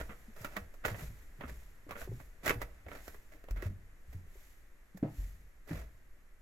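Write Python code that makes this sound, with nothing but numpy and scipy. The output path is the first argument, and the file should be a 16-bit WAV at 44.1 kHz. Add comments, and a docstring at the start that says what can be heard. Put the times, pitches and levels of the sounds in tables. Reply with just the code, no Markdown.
"""Unfinished house, open storey: someone walks down bare wooden stairs and out onto a polished concrete floor.
Gritty soles clack and scuff: noise bursts and streams of grains ring the tread's resonances.
The stair frame thuds and sways under the weight: decaying sines and low noise. One heel knocks on a hollow step.
Clothes swish close by as swells of coloured noise; a faint room hiss and a low rumble lie behind.
The feet sound a little right of centre, and a diffuse room tail answers them."""
import sys
import numpy as np
from scipy import signal
from scipy.fft import rfft, irfft, next_fast_len
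from scipy.io import wavfile

SR = 44100
rng = np.random.default_rng(int(sys.argv[2]) if len(sys.argv) > 2 else 0)


def persist_wave(psi):
    """Save psi, clipped to +-1, as 16-bit WAV."""
    counts = np.round(np.clip(psi, -1, 1) * 32767).astype(np.int16)
    wavfile.write(sys.argv[1], SR, np.atleast_2d(counts).T)


N = 282681
TIME = np.arange(N) / SR   # seconds


def from_db(db):
    """Decibels to gain."""
    return 10 ** (np.asarray(db) / 20)


def rms_one(x):
    """Scale to rms 1."""
    return x / np.sqrt(np.mean(x ** 2) + 1e-20)


def at_hz(points, hz):
    """Read a curve whose points are joined on a log-frequency axis."""
    point_hz, value = np.transpose(points)
    return np.interp(np.log(np.maximum(hz, 1)), np.log(point_hz), value)


def add(track, s, sound):
    """Lay a sound into the track at time s."""
    at = int(np.clip(round(s * SR), 0, N - 1))
    track[..., at:at + sound.shape[-1]] += sound[..., :N - at]


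def band(x, hz, kind, order=2):
    """Butterworth filter."""
    return signal.sosfilt(signal.butter(order, hz, kind, fs=SR, output="sos"), x)


def low_noise(size, hz):
    """Slow random wandering of rms 1: white noise kept below hz."""
    return rms_one(band(rng.standard_normal(size), hz, "low"))


def coloured(x, spectrum):
    """Causal (minimum-phase) filter with the given spectrum, built by folding its cepstrum."""
    size = 2 * next_fast_len(x.shape[-1] * 2 // 3)
    gain = from_db(at_hz(spectrum, np.fft.rfftfreq(size, 1 / SR)))
    cepstrum = irfft(np.log(gain))
    cepstrum[1:size // 2] *= 2
    cepstrum[size // 2 + 1:] = 0
    return irfft(rfft(x, size) * np.exp(rfft(cepstrum)))[..., :x.shape[-1]]


def resonance(x, hz, width_hz, db):
    """Two-pole resonance with the given gain at its peak."""
    radius = np.exp(-np.pi * width_hz / SR)
    poles = [1, -2 * radius * np.cos(2 * np.pi * hz / SR), radius * radius]
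    return from_db(db) * (1 - radius * radius) / 2 * signal.lfilter([1, 0, -1], poles, x)


# How alike the left and right microphones hear a source: hz, likeness (1 same, 0 unrelated, -1 opposed)
LIKENESS = [(60, 0.97), (130, 0.86), (290, 0.84), (640, 0.49), (1400, 0.23), (3100, -0.15), (6800, 0.56),
            (15000, 0.49)]


def stereo_noise(size):
    """White noise, nearly the same on both sides in the bass and more diffuse above."""
    padded = 2 * next_fast_len(size // 2 + 1)
    mid, side = rfft(rng.standard_normal((2, padded)))
    alike = np.clip(at_hz(LIKENESS, np.fft.rfftfreq(padded, 1 / SR)), -.99, .99)
    mid = mid * np.sqrt((1 + alike) / 2)
    side = side * np.sqrt((1 - alike) / 2)
    return irfft(np.array([mid + side, mid - side]))[:, :size]


def panned(x, db):
    """Each side brought to rms 1, then left louder than right by db."""
    return np.array([rms_one(side) for side in x]) * from_db([[db / 2], [-db / 2]])


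# Resonances of the wooden tread: pitch_hz, width_hz, gain_db
TREAD_MODES = [(293, 10, -1), (418, 44, 2.5), (478.7, 5.6, 10), (581.5, 66, -0.5), (952, 12, 1),
               (1136, 100, -7), (1291, 18, -4), (1390, 210, -1.5), (1705, 200, -3), (1937, 124, -1),
               (2130, 94, -7.5), (2323, 32, 1), (2594, 20, 5)]
# Colour of the sole on the board: hz, gain_db
SOLE_SPECTRUM = [(100, 6), (250, 4), (450, 2), (650, 6), (900, -0.5), (1350, -0.5), (2100, 0.5), (3000, -8),
                 (4500, -10.5), (7000, -9), (9200, -18.5), (11000, -10), (13000, -9.5), (15500, -19.5)]


def tread(force, vary_db):
    """A sole's force sets the board ringing, each mode with a strength that varies at random by vary_db."""
    gains = from_db(vary_db * rng.standard_normal(len(TREAD_MODES)))
    ringing = sum(gain * resonance(force, *mode) for gain, mode in zip(gains, TREAD_MODES))
    return coloured(force + ringing, SOLE_SPECTRUM)


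FEET_PAN_DB = -7   # left over right: negative is louder on the right, before the left side's colour
HOLLOW_DB, HOLLOW_PER_DB = -12, 0.37   # hollow body at a 0 dB contact; growth for each dB lighter
SPARKLE_DB = 6.5   # crushed grit gets an extra lift at the very top
# Shoe contacts, levels and grit relative to the common settings in clacks():
# start_s, level_db, grit_db, pitch_hz (favoured by the spot), scuff_s (crunch decay)
CONTACTS = [(0.001, -32.5, -29, 1490, 0.0026), (0.094, -36, -44, 1200, 0.028),
            (0.364, -43, -14, 1300, 0.019), (0.414, -45.5, -1, 1680, 0.013), (0.446, -28, -18, 1320, .014),
            (0.566, -25.5, -21, 1130, 0.0074), (0.74, -49, -10, 1280, 0.015), (0.84, -41, -33, 1320, .006),
            (0.85, -20.5, -24.5, 1460, 0.0078), (0.859, -27, -13.5, 1750, 0.011),
            (0.882, -30, -18.5, 617, 0.0059), (0.902, -52, -5, 1990, 0.0057),
            (0.945, -35.5, -46, 1820, 0.0093), (1.409, -33.5, -32, 1070, 0.015),
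            (1.436, -35, -43, 1260, 0.02), (1.892, -39.5, -19, 1070, 0.011),
            (1.909, -31, -22.5, 1130, 0.015), (1.954, -34, -42, 1420, 0.038),
            (2.016, -35, -27, 1500, 0.0076), (2.200, -42.5, -20, 1030, 0.011),
            (2.46, -25.5, -13.5, 1970, 0.0065), (2.466, -25, -18.5, 1580, 0.0072),
            (2.478, -20.5, -20, 1590, 0.0091), (2.495, -18.5, -19.5, 2130, 0.0054),
            (2.506, -20, -35, 1150, 0.0037), (2.617, -28, -18, 1980, 0.0087), (2.865, -41, -33, 450, 0.01),
            (2.884, -40.5, -20, 2250, 0.017), (2.916, -37, -30, 1410, 0.013),
            (2.951, -39.5, -18, 1620, 0.015), (3.08, -36.5, -13.5, 1520, 0.0037),
            (3.145, -44.5, -20, 1050, 0.0073), (3.321, -44, -15, 2060, 0.051),
            (3.441, -47, -17, 1800, .004), (3.486, -42, -24, 1100, 0.011), (3.509, -41, -10, 1330, 0.0054),
            (3.561, -37, -22, 1430, 0.067), (3.623, -35, -18.5, 1890, 0.0098),
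            (3.665, -43.5, -16, 1760, 0.006), (4.128, -46.5, -12, 1920, 0.015),
            (4.973, -46, -9.5, 1670, 0.0054), (5.675, -47, -11, 1320, 0.014),
            (5.71, -38.5, -26, 1730, .012)]


def clacks(level_db=-21, grit_db=16.5, grain_db=3.5, snap_db=0, snap_s=0.00011, walls_db=-11.0,
           walls_s=0.017, brush_db=-10, brush_s=0.0056, vary_db=3, spot_db=3, spot_width_hz=170):
    """The sole brushes the board, lands with a snap and a gritty crunch, and scatters off the studs close by."""
    lead_s = .012   # room for the brush before each landing
    out, t = np.zeros((2, N)), TIME[:SR // 8] - lead_s
    brush = from_db(brush_db) * np.exp(-abs(t) / brush_s)
    snap = from_db(snap_db) * np.exp(-abs(t) / snap_s)
    walls = from_db(walls_db) * np.exp(-abs(t) / walls_s)
    for s, db, grit, spot_hz, scuff_s in CONTACTS:
        grains = rms_one(from_db(grain_db * low_noise(len(t), 346)))
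        crunch = grains * np.exp(-abs(t) / scuff_s)
        force = stereo_noise(len(t)) * np.where(t < 0, brush, snap + walls + crunch)
        force = force + resonance(force, spot_hz, spot_width_hz, spot_db)
        hollow, treble = HOLLOW_DB - HOLLOW_PER_DB * db, grit + grit_db
        colour = [(600, hollow), (1200, 0.6), (2400, 0), (3300, 0),
                  (5000, treble), (12000, treble), (14500, treble + SPARKLE_DB)]
        step = panned(coloured(tread(force, vary_db), colour), FEET_PAN_DB)
        add(out, s - lead_s, step * from_db(db + level_db))
    return out


SCUFF_ATTACK_S, SCUFF_RELEASE_S = 0.0093, 0.02
SETTLE_DB, SETTLE_S = -24.5, 0.27   # the foot goes on shifting a little after each slide
JUDDER_DB, JUDDER_HZ = 2, 45   # the sole catches and lets go, at random below this rate
# A sole slides after it lands or before it lifts: start_s, level_db, length_s (full pressure)
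SCUFFS = [(0.0, -45.5, 0.0025), (0.399, -59, 0.21), (0.89, -44.5, 0.013), (0.974, -56.5, 0.059),
          (1.487, -53.5, 0.012), (2.001, -57.5, 0.046), (2.452, -40.5, .06), (2.607, -59, .01),
          (2.912, -57.5, 0.08), (3.63, -55, 0.033), (5.694, -54.5, 0.053), (5.759, -55, 0.063)]


def scuffs(grain_db=2.5, pan_db=-6.0):
    """A sliding sole rubs the tread with a stream of grains: attack, hold, release, then the foot settles."""
    pressure = 0
    for s, db, length_s in SCUFFS:
        before, after = np.maximum(s - TIME, 0), np.maximum(TIME - s - length_s, 0)
        release = np.exp(-after / SCUFF_RELEASE_S) + from_db(SETTLE_DB) * np.exp(-after / SETTLE_S)
        pressure = pressure + from_db(db) * np.exp(-before / SCUFF_ATTACK_S) * release
    grains = from_db(grain_db * low_noise(N, 760))
    judder = from_db(JUDDER_DB * low_noise(N, JUDDER_HZ))
    return panned(tread(stereo_noise(N) * grains * judder, 0), pan_db) * pressure


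RING_CYCLES, SWELL_CYCLES = 23.3, 0.27   # swings for a board to die by 60 dB, and to get going
# Weight coming onto the boards: start_s, level_db (of the board's swing at its peak), pitch_hz
THUDS = [(0.0, -40, 56.6), (0.094, -44.5, 202), (0.281, -48.5, 220), (0.406, -44.5, 110.6),
         (0.571, -40, 197), (0.613, -44.5, 79.7), (0.856, -35, 620), (0.86, -41, 69.5), (0.913, -34, 105),
         (1.021, -41, 143), (1.032, -40, 54.7), (1.097, -44, 108.6), (1.388, -46, 129), (1.44, -41.5, 246),
         (1.445, -43, 69.4), (1.505, -41.5, 60.2), (1.511, -46.5, 133), (1.866, -46.5, 295),
         (1.884, -49.5, 78.6), (2.021, -44, 49.5), (2.075, -39, 377), (2.09, -35.5, 107.7),
         (2.116, -42.5, 390), (2.127, -38.5, 120.3), (2.466, -31.5, 610), (2.477, -40, 135),
         (2.505, -35, 396), (2.554, -35, 110), (2.558, -40.5, 45.7), (2.859, -46, 77), (3.078, -50, 59.5),
         (3.345, -53, 312), (3.482, -52, 510), (3.506, -29.5, 43), (3.626, -39, 362), (3.656, -28.5, 92.8),
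         (4.081, -44.5, 60.5), (4.147, -35.5, 90), (4.266, -61.5, 390), (4.355, -53.5, 387),
         (4.947, -42.5, 188), (5.084, -52, 855), (5.181, -31, 44.3), (5.185, -52, 74.5), (5.708, -33, 157),
         (5.708, -36.5, 291), (5.723, -39.5, 94.7), (5.741, -40.5, 56)]


def thuds(frame_db=-15, frame_ring=1.71, overtone=2.15, overtone_db=-23):
    """A loaded board swings at its own pitch and shakes the frame; low boards build slower and last longer."""
    out, t = np.zeros((2, N)), TIME[:SR // 2]
    for s, db, hz in THUDS:
        swell_s, t60 = SWELL_CYCLES / hz, RING_CYCLES / hz
        swell = 1 - np.exp(-(t / swell_s) ** 2)
        swing = swell * from_db(-60 * t / t60)
        shake = swell * from_db(-60 * t / (t60 * frame_ring))
        board = np.sin(2 * np.pi * hz * t) + from_db(overtone_db) * np.sin(2 * np.pi * overtone * hz * t)
        frame = rms_one(band(stereo_noise(len(t)), [hz * 0.63, hz * 1.73], "band"))
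        add(out, s, from_db(db) * (swing * board + from_db(frame_db) * shake * frame) / swing.max())
    return out


SWAY_AT_DB, SWAY_DB = -40, -58.5   # a thud of the first level leaves a sway of the second
SWAY_FOLLOWS, SWAY_S = 0.4, 0.26   # sway dB for each dB of thud; decay


def sway():
    """Every load leaves the whole flight rocking for a while: low noise that decays after each thud."""
    power = 0
    for s, db, _ in THUDS:
        rock = from_db(SWAY_DB + SWAY_FOLLOWS * (db - SWAY_AT_DB)) * np.exp(-abs(TIME - s) / SWAY_S)
        power = power + (rock * (TIME > s)) ** 2
    return rms_one(band(stereo_noise(N), [30, 62], "band")) * np.sqrt(power)


HEEL_S, HEEL_HZ, HEEL_HALF_S = 5.0324, 255, .0023   # centre of the blow, its pitch, its spread
HEEL_DB = -22   # the whole knock
# The hollow bottom step under a heel: pitch_hz, level_db (within the ring), t60_s
STEP_MODES = [(115.6, -4, 0.34), (149, 2, 0.21), (197, 6.5, 0.078), (267, 8.5, 0.073), (308, -6.5, 0.27),
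              (423, 1.5, 0.081), (544, -7.5, 0.16), (662, -14, 0.22), (870, -38, 0.28), (1290, -30, 0.3),
              (2080, -29, 0.17)]


def heel(ring_db=-10.5, echo_db=-10, echo_s=0.02, scatter_db=-16, scatter_s=0.03,
         slap_db=-34, slap_s=0.053):
    """A soft heel gives one push and pull with a faint slap; the step rings on, and the walls answer."""
    out, t = np.zeros((2, N)), TIME[:SR // 2]
    from_centre = TIME - HEEL_S
    blow = np.sin(2 * np.pi * HEEL_HZ * from_centre) * np.exp(-(from_centre / HEEL_HALF_S) ** 2 / 2)
    ring = sum(from_db(db) * np.sin(2 * np.pi * hz * t) * from_db(-60 * t / t60)
               for hz, db, t60 in STEP_MODES)
    scatter = rms_one(band(stereo_noise(len(t)), [140, 750], "band", order=4)) * np.exp(-t / scatter_s)
    slap = rms_one(band(stereo_noise(len(t)), [500, 1900], "band")) * np.exp(-t / slap_s)
    contact = 1 - np.exp(-t / HEEL_HALF_S)   # the rubber takes a moment to compress
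    body = contact * (from_db(ring_db) * ring + from_db(scatter_db) * scatter)
    add(out, HEEL_S - 2 * HEEL_HALF_S, body + from_db(slap_db) * slap)
    add(out, echo_s, from_db(echo_db) * blow)   # the blow again, echo_s later
    return from_db(HEEL_DB) * (out + blow)


def bell(s, half_s):
    """A smooth swell of height 1 around time s."""
    return np.exp(-((TIME - s) / half_s) ** 2 / 2)


TRAIL_DB, TRAIL_LAG_S, TRAIL_HALF_S = -13, .17, 0.089   # the loose cloth swings after the leg
# Colour of the fabric: hz, gain_db
CLOTH_SPECTRUM = [(200, -25), (600, -2), (900, -6), (1400, -6), (1900, 2.5), (3000, -6.5), (5000, -9.5),
                  (7200, -4.5), (9200, -15), (11500, -3.5), (13500, -6.5), (16000, -18)]
# One swish of clothing for each stride: centre_s, level_db, half_length_s
SWISHES = [(0.035, -66.5, 0.19), (0.424, -62, 0.048), (1.02, -55.5, 0.053), (1.546, -65, 0.11),
           (2.011, -53.5, 0.031), (2.497, -75, 0.033), (3.077, -60.5, 0.069), (4.145, -71, 0.055),
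           (4.434, -65.5, 0.1), (5.22, -62, 0.086), (5.76, -65.5, 0.056)]


def clothes(flutter_db=1.07, pan_db=-1):
    """Fabric brushes on fabric with every stride, swelling and fading, and a softer swish trails behind."""
    power = 0
    for s, db, half_s in SWISHES:
        swish = from_db(db) * bell(s, half_s)
        trail = from_db(db + TRAIL_DB) * bell(s + TRAIL_LAG_S, TRAIL_HALF_S)
        power = power + swish ** 2 + trail ** 2
    flutter = from_db(flutter_db * low_noise(N, 60))
    return panned(coloured(stereo_noise(N), CLOTH_SPECTRUM), pan_db) * np.sqrt(power) * flutter


# Decay of the open storey: hz, t60_s
ROOM_T60 = [(100, 0.41), (500, 0.44), (2000, 0.19), (6000, 0.2), (15000, 0.28)]


def room(x, build_s=0.013):
    """The open storey: a diffuse tail of noise in octave bands that dies sooner in the treble than the bass."""
    t, edges = TIME[:SR], 60 * 2. ** np.arange(9)
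    noise = stereo_noise(SR)
    tail = 0
    for lo, hi in zip(edges, edges[1:]):
        t60 = at_hz(ROOM_T60, np.sqrt(lo * hi))
        tail = tail + band(noise, [lo, hi], "band") * 1000 ** (-t / t60)
    tail = rms_one(tail * (1 - np.exp(-t / build_s))) / np.sqrt(SR)   # unit energy
    return signal.fftconvolve(x, tail, axes=1)[:, :N]


HISS_FALL_DB_PER_S = 0.83   # the hiss sinks as the stairwell opens into the room
# Colour of the air in the house: hz, gain_db
AIR_SPECTRUM = [(20, 30.5), (40, 19), (62, 11), (100, 6), (160, 1), (350, -0.5), (630, -3.5), (850, -8),
                (1400, -5.5), (2100, -7), (3200, -16), (5000, -19.5), (7000, -15), (9300, -22),
                (12500, -13.5), (16000, -45)]
# A narrow band in the hiss: pitch_hz, width_hz, gain_db
HISS_RING = (1830, 480, -1)


def air(hiss_db=-53.5, rumble_db=-73):
    """A slowly sinking hiss of coloured noise and the steady low rumble of the house."""
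    hiss = coloured(stereo_noise(N), AIR_SPECTRUM) * from_db(-HISS_FALL_DB_PER_S * TIME)
    hiss = rms_one(hiss + resonance(hiss, *HISS_RING))
    rumble = rms_one(band(stereo_noise(N), [22, 52], "band", order=4))
    return from_db(hiss_db) * hiss + from_db(rumble_db) * rumble


# Colour of the soles on the left side: hz, gain_db
LEFT_COLOUR = [(250, 5.5), (700, 5), (1300, 2), (2100, 1), (3500, 6.5), (6000, 1.5), (9000, 4),
               (13000, -1.5)]


def scene(room_db=-17, low_room_db=-20):
    """Steps in the room, clothes close by, the air behind."""
    left, right = clacks() + scuffs()
    soles = np.array([coloured(left, LEFT_COLOUR), right])
    boards = thuds() + sway() + heel()
    tail = room(from_db(room_db) * soles + from_db(low_room_db) * boards)
    return soles + boards + tail + clothes() + air()


CUTOFF_HZ = 15900


def record(dry):
    """The top of the sound is cut steeply by an elliptic low-pass."""
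    return signal.sosfilt(signal.ellip(10, .2, 70, CUTOFF_HZ, fs=SR, output="sos"), dry)


dry = scene()
out = record(dry)
persist_wave(out)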